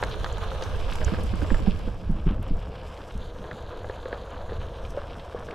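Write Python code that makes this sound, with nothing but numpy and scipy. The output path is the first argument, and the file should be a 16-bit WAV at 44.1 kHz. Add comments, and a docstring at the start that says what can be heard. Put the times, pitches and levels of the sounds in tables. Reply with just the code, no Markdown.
"""The fat tyre of an electric one-wheeled board rolls along a bumpy forest trail.
Grit drums on the hollow tyre and makes it hum; soil crunches and dry leaves hiss under it.
It knocks on stones, scrapes gravel, snaps twigs and crumbles earth; the motor whines for a moment.
The microphone travels with the board, so moving air rumbles on it and thumps it on the roughest stretch.
The sound starts wide and narrows to mono before halfway."""
import sys
import numpy as np
from scipy import signal
from scipy.fft import rfft, irfft, next_fast_len
from scipy.io import wavfile
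from scipy.ndimage import uniform_filter1d, map_coordinates

SR = 44100
rng = np.random.default_rng(int(sys.argv[2]) if len(sys.argv) > 2 else 0)


def generate_wav(sig):
    """Save sig (samples, or channels by samples) to the path in sys.argv[1] as 16-bit PCM at SR."""
    pcm = np.round(np.clip(np.atleast_2d(sig).T, -1, 1) * 32767).astype(np.int16)
    wavfile.write(sys.argv[1], SR, pcm)


N = 244314
TIME = np.arange(N) / SR

# The ground under the tyre, deep leaves at first, then barer soil: time_s, hum_db, hiss_db
GROUND_LEVELS = [(0, -38.5, -47.5), (.17, -41.5, -49.3), (.5, -39.3, -48.3), (.83, -41.5, -49.8),
                 (.94, -42.3, -46.5), (1.15, -39.5, -49), (1.35, -45.5, -50), (1.52, -41, -50),
                 (1.78, -44.3, -53.5), (1.95, -48, -58.7), (2.38, -45.3, -60.7), (2.9, -45, -56),
                 (3.37, -45.7, -58.4), (3.5, -42.7, -56.8), (4.3, -42.6, -57.3), (4.9, -42, -56.3),
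                 (5.4, -45, -58.5), (5.54, -38.5, -56.5)]
# The leaves' fine sizzle, compared with their hiss: time_s, level_db
SIZZLE_LEVELS = [(.2, -10.3), (.7, -8.5), (1.3, -8.7), (2.12, -9.5), (2.35, -11.5), (3.0, -8), (4.3, -10),
                 (5.54, -8.7)]
# Tone shapes of the tyre's hum, the soil's crunch, the leaves' hiss and sizzle: frequency_hz, level_db
HUM_SPECTRUM = [(200, -49.5), (300, -12), (390, -8), (460, -1), (505, 0.5), (570, -7), (650, -4.5),
                (760, -12), (1000, -19.5), (1600, -47)]
CRUNCH_SPECTRUM = [(450, -10.5), (750, 0.5), (980, 4), (1250, 1), (1420, -2.5), (1640, -0.8), (1850, -10.5),
                   (2250, -15.5), (3200, -19)]
HISS_SPECTRUM = [(1400, -18.5), (2100, 1.8), (3000, 0.5), (4100, -1.5), (5200, -7.5), (7000, -23.3),
                 (10000, -40.5)]
SIZZLE_SPECTRUM = [(3500, -8), (5200, 1), (6700, -1), (8500, -5.3), (10300, -9.5), (12200, -8.5),
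                   (13500, -19), (15000, -38)]
# A close echo cuts evenly spaced dips into the hiss as the board sways: time_s, spacing_hz
ECHO_DIPS = [(0, 2750), (.35, 2930), (.6, 2750), (.95, 2350), (3.08, 2380), (3.25, 3120), (3.4, 2650),
             (3.55, 3120), (3.7, 2900), (4.1, 3060), (4.5, 2960), (5.0, 2480), (5.54, 2500)]
# Stones and roots hit the tyre: start_s, boom_db, boom_pitch_hz, clack_db
STONE_HITS = [(0.0265, -25, 600, -20), (0.036, -27, 520, -26), (0.2443, -31, 500, -24),
              (0.2623, -34, 540, -29), (0.5173, -33, 520, -30), (0.623, -24, 520, -32),
              (0.8875, -35, 510, -33), (0.921, -35, 510, -34), (1.0145, -27, 600, -31),
              (1.026, -24, 620, -34), (1.08, -27, 560, -31), (1.137, -27, 500, -34),
              (1.1448, -29, 590, -33), (1.185, -27, 500, -37), (1.4185, -28, 560, -34),
              (1.445, -30, 620, -36), (1.504, -29, 520, -28), (1.5448, -29, 600, -25),
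              (1.667, -26, 770, -38), (1.875, -27, 500, -46), (3.442, -27, 535, -41),
              (3.5122, -34, 500, -32), (3.844, -32, 600, -37), (3.897, -21.5, 514, -35),
              (4.0565, -21, 500, -33), (4.128, -19, 490, -29.5), (4.494, -28, 520, -39),
              (4.52, -23, 447, -39), (4.973, -17.5, 570, -42), (5.3465, -18.3, 485, -48),
              (5.487, -31, 500, -35.5), (5.525, -28, 440, -42)]
# The tyre's ringing tones (every fade_s is the time to fall 60 dB): pitch_ratio, level_db, fade_s
TYRE_TONES = [(.87, -11, 0.03), (1, 0, 0.048), (1.24, -7, 0.03)]
# The ringing tones of the board's shell: pitch_hz, level_db, fade_s
SHELL_TONES = [(960, 5, 0.011), (1250, 7, 0.008), (1460, 4, 0.0077), (1630, 5.5, 0.015), (1780, -8, 0.0097),
               (3300, -3, .005)]
# Patches of gravel give way: start_s, level_db, fade_s, pitch_hz
GRAVEL_SLIPS = [(0.0365, -24, 0.018, 3300), (0.2445, -24, 0.012, 3700), (0.6235, -27, 0.07, 3400),
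                (0.9244, -28, 0.05, 2900), (0.956, -28, 0.02, 2700), (1.1375, -32, 0.07, 3200),
                (2.975, -36, .02, 2800), (4.85, -32, 0.05, 2700), (5.107, -37, .03, 2700),
                (5.1963, -37, .04, 2800), (5.509, -31, .025, 2400)]
# Twigs and dry leaves snap: start_s, level_db, pitch_hz, spread_ratio
TWIG_BREAKS = [(0.0363, -32, 6400, 1.4), (0.3257, -34, 6400, 1.15), (0.636, -29, 5600, 1.2),
               (0.9348, -30, 7390, 1.5), (0.9552, -29, 6800, 1.5), (1.0462, -21, 6650, 1.12),
               (1.2351, -36, 8000, 1.5), (1.356, -37, 7000, 1.3), (2.1136, -45, 10000, 1.45),
               (2.4269, -39, 10000, 1.45), (3.176, -41, 6600, 1.4)]
# Clods of dry earth crumble: start_s, length_s, level_db
EARTH_CLODS = [(.41, .07, -42), (2.15, .1, -52), (2.255, .12, -42), (2.425, .09, -46.5), (2.6, .07, -50),
               (2.752, .03, -45), (2.9, .07, -50), (3.92, .05, -46.5), (4.29, .09, -46.5), (4.6, .08, -47)]
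# Tone shape of the crumbling: frequency_hz, level_db
CRUMBLE_SPECTRUM = [(650, 0), (1200, 0), (2050, -12), (3000, -6.5), (3800, -17), (5000, -38)]
# Jolts push air into the microphone: start_s, ring_db, pitch_hz, swell_db, swell_pitch_hz
AIR_JOLTS = [(1.005, -29, 180, -30, 31), (1.062, -27, 149, -18, 60), (1.12, -19, 200, -33, 31),
             (1.235, -28, 210, -30, 31), (1.33, -23, 190, -27, 31), (1.42, -23, 295, -32, 45),
             (1.513, -18, 225, -16, 22), (1.598, -30, 320, -30, 31), (1.673, -11.5, 195, -18, 28),
             (1.872, -28, 220, -27, 31), (2.093, -18.5, 170, -17, 20), (2.262, -15, 150, -15, 31),
             (2.304, -23, 215, -26, 31), (2.39, -28, 190, -22, 38), (2.504, -24, 185, -17, 20),
             (3.148, -31, 184, -23, 45)]
# Strength of the airflow on the microphone: time_s, rumble_db
AIRFLOW = [(0, -29.5), (.55, -33), (.7, -28.5), (1.6, -27), (1.95, -32), (2.5, -29), (2.8, -38.5),
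           (3.08, -40.5), (3.18, -34), (3.35, -39), (4.35, -38.5), (4.62, -31.5), (4.8, -37), (4.88, -32),
           (5.0, -38), (5.25, -41), (5.54, -35)]
# Tone shapes of the wind's rumble and flutter: frequency_hz, level_db
RUMBLE_SPECTRUM = [(10, 4.5), (22, -4), (35, 0), (56, -0.7), (90, -3.5), (130, -14.5), (200, -29.5),
                   (400, -53.5)]
FLUTTER_SPECTRUM = [(80, -18), (135, 0.5), (195, 1), (260, -6), (320, -5), (420, -26.5), (800, -22)]
# The motor's whine: start_s, length_s, start_hz, end_hz, level_db
MOTOR_TONES = [(1.444, 0.19, 7660, 7600, -57)]
# How wide the sound is, from 0 (mono) to 1: time_s, width_share
STEREO_WIDTH = [(0, 0.8), (1.7, 1), (2.08, 0.26), (2.27, 0)]


def rolling_tyre(leaf_share=.6, crunch_gain_db=2.4, stir_db=-26.5):
    """Grit drums on the hollow tyre, soil crunches under it, and dry leaves hiss and sizzle."""
    hum_db, hiss_db = curves(GROUND_LEVELS)
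    drumming = grit(900, 2.66, 0.96, smooth=0.8)
    hum = from_db(hum_db) * flex_tyre(place(drumming, HUM_SPECTRUM, 0, right=0.059, apart=0.13))
    # The crunch follows both hum and hiss in level, and each knock stirs up loose soil.
    packed = from_db(hum_db + leaf_share * (hiss_db - hum_db) + crunch_gain_db)
    loose = from_db(stir_db) * aftermath(STONE_HITS, rise_s=.025)
    soil = grit(500, 3.7, 1.7, smooth=1.0)
    crunch = np.hypot(packed, loose) * place(soil, CRUNCH_SPECTRUM, 0, right=0.085, apart=0.39)
    leaves = grit(500, 4.2, 2.2, smooth=1.0)
    crumbs = grit(150, 4.2, 2.4, smooth=1.7)
    hiss = place(leaves, HISS_SPECTRUM, hiss_db, right=.015, apart=0.44)
    sizzle_db = hiss_db + curves(SIZZLE_LEVELS)[0]
    sizzle = place(0.5 * leaves + crumbs, SIZZLE_SPECTRUM, sizzle_db, right=0.01, apart=0.36)
    return hum + crunch + close_echo(hiss + sizzle)


def grit(grains_per_s, spread_db, clump_db, smooth):
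    """Grains of uneven size give way in clumps, over a smooth bed of countless tiny ones."""
    sizes = from_db(spread_db * np.minimum(rng.exponential(1, N), 4)) * rng.choice([-1, 1], N)
    grains = unit_level(sizes * (rng.random(N) < grains_per_s / SR))
    return (grains + smooth * rng.standard_normal(N)) * from_db(clump_db * drift(24))


def flex_tyre(sound, depth=.05, rate_hz=6):
    """The load on the tyre keeps changing, so its hum wanders in pitch."""
    position = np.cumsum(1 + depth * drift(rate_hz))
    return np.array([map_coordinates(side, [position], order=1, mode="mirror") for side in sound])


def close_echo(sound, nearest_strength=.62):
    """A soft surface sends back a duller copy, cutting gliding dips in the tone, deeper when near."""
    spacing_hz, = curves(ECHO_DIPS)
    strength = nearest_strength * (spacing_hz / spacing_hz.max()) ** 2
    turned = -signal.hilbert(sound, next_fast_len(N))[:, :N].imag   # each wave shifts a quarter cycle
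    dulled = uniform_filter1d(turned, size=3)
    delayed = (TIME - 1 / spacing_hz) * SR
    return sound + strength * np.array([map_coordinates(side, [delayed], order=3) for side in dulled])


def stone_knocks(give_s=.001, boom_gain_db=3.3, clack_gain_db=7.4):
    """A stone sinks into the rubber: the tyre booms at a pitch set by its load, and the shell clacks."""
    out, t = np.zeros(N), TIME[:SR // 8]
    for start_s, boom_db, pitch_hz, clack_db in STONE_HITS:
        tyre_mix_db = rng.normal(0, 2, len(TYRE_TONES))
        shell_mix_db = rng.normal(0, 3, len(SHELL_TONES))
        boom = struck(burst(t, spray=0.04, fade_s=0.032), TYRE_TONES, tyre_mix_db, tuning=pitch_hz)
        boom *= 1 - np.exp(-t / give_s)
        clack = struck(burst(t, spray=0.17, fade_s=0.035), SHELL_TONES, shell_mix_db)
        add(out, start_s, from_db(boom_db + boom_gain_db) * boom)
        add(out, start_s, from_db(clack_db + clack_gain_db) * clack)
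    return band(out, 152, 3400)   # the soft tyre dulls each blow


def struck(push, tones, mix_db, tuning=1):
    """A push sets fading tones ringing, each with its own strength; the result peaks at 1."""
    t = TIME[:len(push)]
    ring = sum(from_db(level_db + extra_db - 60 * t / fade_s) * np.sin(2 * np.pi * tuning * pitch * t)
               for (pitch, level_db, fade_s), extra_db in zip(tones, mix_db))
    sound = signal.fftconvolve(push, ring)[:len(t)]
    return sound / np.abs(sound).max()


def burst(t, spray, fade_s):
    """One sharp contact is followed by a dying spray of smaller ones."""
    return (t == 0) + spray * rng.laplace(0, .5, len(t)) * from_db(-60 * t / fade_s)


def gravel_scrapes(spread_ratio=1.37, gain_db=-2.0):
    """Small stones grind against each other under the tread."""
    out, t = np.zeros(N), TIME[:SR // 6]
    for start_s, level_db, fade_s, pitch_hz in GRAVEL_SLIPS:
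        scrape = band(burst(t, spray=0.44, fade_s=fade_s), pitch_hz / spread_ratio, pitch_hz * spread_ratio)
        add(out, start_s, from_db(level_db + gain_db) * scrape / np.abs(scrape).max())
    return out


def twig_snaps(gain_db=-4.5):
    """A twig cracks and splinters: a narrow ring if it is stiff, a broad crackle if it is brittle."""
    out, t = np.zeros(N), TIME[:SR // 20]
    for start_s, level_db, pitch_hz, spread_ratio in TWIG_BREAKS:
        snap = band(burst(t, spray=.6, fade_s=0.02), pitch_hz / spread_ratio, pitch_hz * spread_ratio)
        add(out, start_s, from_db(level_db + gain_db) * snap / np.abs(snap).max())
    return out


def crumbling_earth():
    """Dry earth crumbles under the tread: a run of coarse grains that swells quickly and fades."""
    load = np.zeros(N)
    for start_s, length_s, level_db in EARTH_CLODS:
        progress = np.linspace(0, 1, int(length_s * SR))
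        add(load, start_s, from_db(level_db) * np.sin(np.pi * np.sqrt(progress)))
    return load * shape_tone([grit(1200, 4, 1, smooth=.5)], CRUMBLE_SPECTRUM)[0]


def air_thumps(rise_s=0.0066, sag=0.15, swell_cycles=0.4, ring_gain_db=-0.8, swell_gain_db=1.5):
    """A swirl of air hits the microphone: a ragged, sinking tone on one slow swell of pressure."""
    out, t = np.zeros(N), TIME[:SR // 6]
    for start_s, ring_db, pitch_hz, swell_db, swell_hz in AIR_JOLTS:
        wobble = 0.22 * unit_level(band(rng.standard_normal(len(t)), 20, 170))
        sinking_hz = pitch_hz * (1 + sag * (2 * np.exp(-t / .015) - 1) + wobble)
        rattle = .17 * unit_level(band(rng.standard_normal(len(t)), 290, 360))
        ring = rise_and_fall(t / rise_s) * (tone(sinking_hz) + rattle)
        swell = rise_and_fall(t * swell_hz / swell_cycles) * np.sin(2 * np.pi * swell_hz * t)
        add(out, start_s, from_db(ring_db + ring_gain_db) * ring)
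        add(out, start_s, from_db(swell_db + swell_gain_db) * swell)
    return from_the_right(out, right=.5, lag_s=.0005)


def wind(flutter_db=-47.6, follow_share=.36, wake_db=-24.5):
    """Moving air rumbles on the microphone; a quicker flutter follows it and flares after each thump."""
    flow_db, = curves(AIRFLOW)
    rumble = place(rng.standard_normal(N), RUMBLE_SPECTRUM, flow_db, right=0.21, apart=0.38)
    steady = from_db(flutter_db + follow_share * (flow_db - flow_db.mean()))
    wake = from_db(wake_db) * aftermath(AIR_JOLTS, rise_s=.048)
    swirls = rng.standard_normal(N) * from_db(3.4 * drift(15.3))
    return rumble + np.hypot(steady, wake) * place(swirls, FLUTTER_SPECTRUM, 0, right=0.5, apart=0.5)


def motor_whine():
    """The motor gives a thin, unsteady tone that swells and fades."""
    out, waver_hz = np.zeros(N), 75 * drift(108)
    for start_s, length_s, start_hz, end_hz, level_db in MOTOR_TONES:
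        progress = np.linspace(0, 1, int(length_s * SR))
        pitch_hz = start_hz + (end_hz - start_hz) * progress + waver_hz[:len(progress)]
        add(out, start_s, from_db(level_db) * np.sin(np.pi * progress) * tone(pitch_hz))
    return out


def place(sound, spectrum, level_db, right, apart):
    """Shape a sound's tone, lean it to the right and widen it with noise that sets the sides apart."""
    width, = curves(STEREO_WIDTH)
    middle, side = shape_tone([sound, rng.standard_normal(N)], spectrum)
    return from_db(level_db) * (middle + width * (right * middle + apart * side) * [[-1], [1]])


def from_the_right(sound, right, lag_s):
    """A sound reaches the left side later and weaker, less so as the stereo width closes."""
    width, = curves(STEREO_WIDTH)
    left = map_coordinates(sound, [(TIME - lag_s * width) * SR], order=3)
    return np.array([left, sound]) * (1 + right * width * [[-1], [1]])


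def shape_tone(sounds, spectrum, size=16384):
    """Filter each sound to the given tone shape and bring it to an average level of 1."""
    hz, db = np.transpose(spectrum)
    grid_hz = np.arange(size // 2 + 1) * SR / size + 1
    octaves_outside = np.abs(np.log2(grid_hz / np.clip(grid_hz, hz[0], hz[-1])))
    shape_db = np.interp(np.log(grid_hz), np.log(hz), db) - 20 * octaves_outside
    # Folding onto the first half makes the filter ring only after a click, never before it.
    folded = irfft(np.log(from_db(shape_db)))
    folded[1:size // 2] *= 2
    folded[size // 2 + 1:] = 0
    response = irfft(np.exp(rfft(folded)))[:size // 2]
    return [unit_level(signal.oaconvolve(sound, response)[:N]) for sound in sounds]


def band(sound, low_hz, high_hz):
    """Keep what lies between two frequencies, with gentle edges."""
    edges_hz = [low_hz, min(high_hz, .45 * SR)]
    return signal.sosfilt(signal.butter(2, edges_hz, "band", fs=SR, output="sos"), sound)


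def drift(rate_hz, step=40):
    """A smooth random curve, about 1 in size, that changes roughly rate_hz times a second."""
    memory = np.exp(-2 * np.pi * step * rate_hz / SR)
    noise = rng.standard_normal(N // step + 2002)
    slow = signal.lfilter([1], [1, -2 * memory, memory * memory], noise)[2000:]   # once it has settled
    return np.interp(np.arange(N) / step, np.arange(len(slow)), unit_level(slow))


def aftermath(events, rise_s):
    """A gain that swells after each event to that event's level, then dies away."""
    out, swell = np.zeros(N), rise_and_fall(TIME[:SR // 2] / rise_s)
    for start_s, level_db, *_ in events:
        add(out, start_s, from_db(level_db) * swell)
    return out


def rise_and_fall(age):
    """Climb from 0 to 1 at age 1, then fade."""
    return age * np.exp(1 - age)


def tone(pitch_hz):
    """A pure tone that follows a changing pitch."""
    return np.sin(2 * np.pi * np.cumsum(pitch_hz) / SR)


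def curves(rows):
    """Join a table's points in time with straight lines, one curve for each value column."""
    time_s, *columns = np.transpose(rows)
    return [np.interp(TIME, time_s, column) for column in columns]


def add(track, start_s, sound):
    """Mix a sound into a track."""
    start = max(round(start_s * SR), 0)
    track[start:start + len(sound)] += sound[:N - start]


def from_db(db):
    """Turn decibels into a gain."""
    return np.exp(np.asarray(db) * (np.log(10) / 20))


def unit_level(sound):
    """Scale to an average (rms) level of 1."""
    return sound / np.sqrt(np.mean(sound ** 2) + 1e-20)


def scene():
    """Everything is close to the microphone and out of doors, so no room rings."""
    trail = stone_knocks() + gravel_scrapes() + twig_snaps() + crumbling_earth()
    ground = from_the_right(trail, right=0.1, lag_s=.00001)
    return wind() + air_thumps() + rolling_tyre() + ground + motor_whine()


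def record(dry, soften_hz=13500, cutoff_hz=15000):
    """The highest treble is softened, then cut off steeply."""
    soft = signal.sosfilt(signal.butter(6, soften_hz, fs=SR, output="sos"), dry)
    return signal.sosfilt(signal.ellip(10, .1, 80, cutoff_hz, fs=SR, output="sos"), soft)


dry = scene()
out = record(dry)
generate_wav(out)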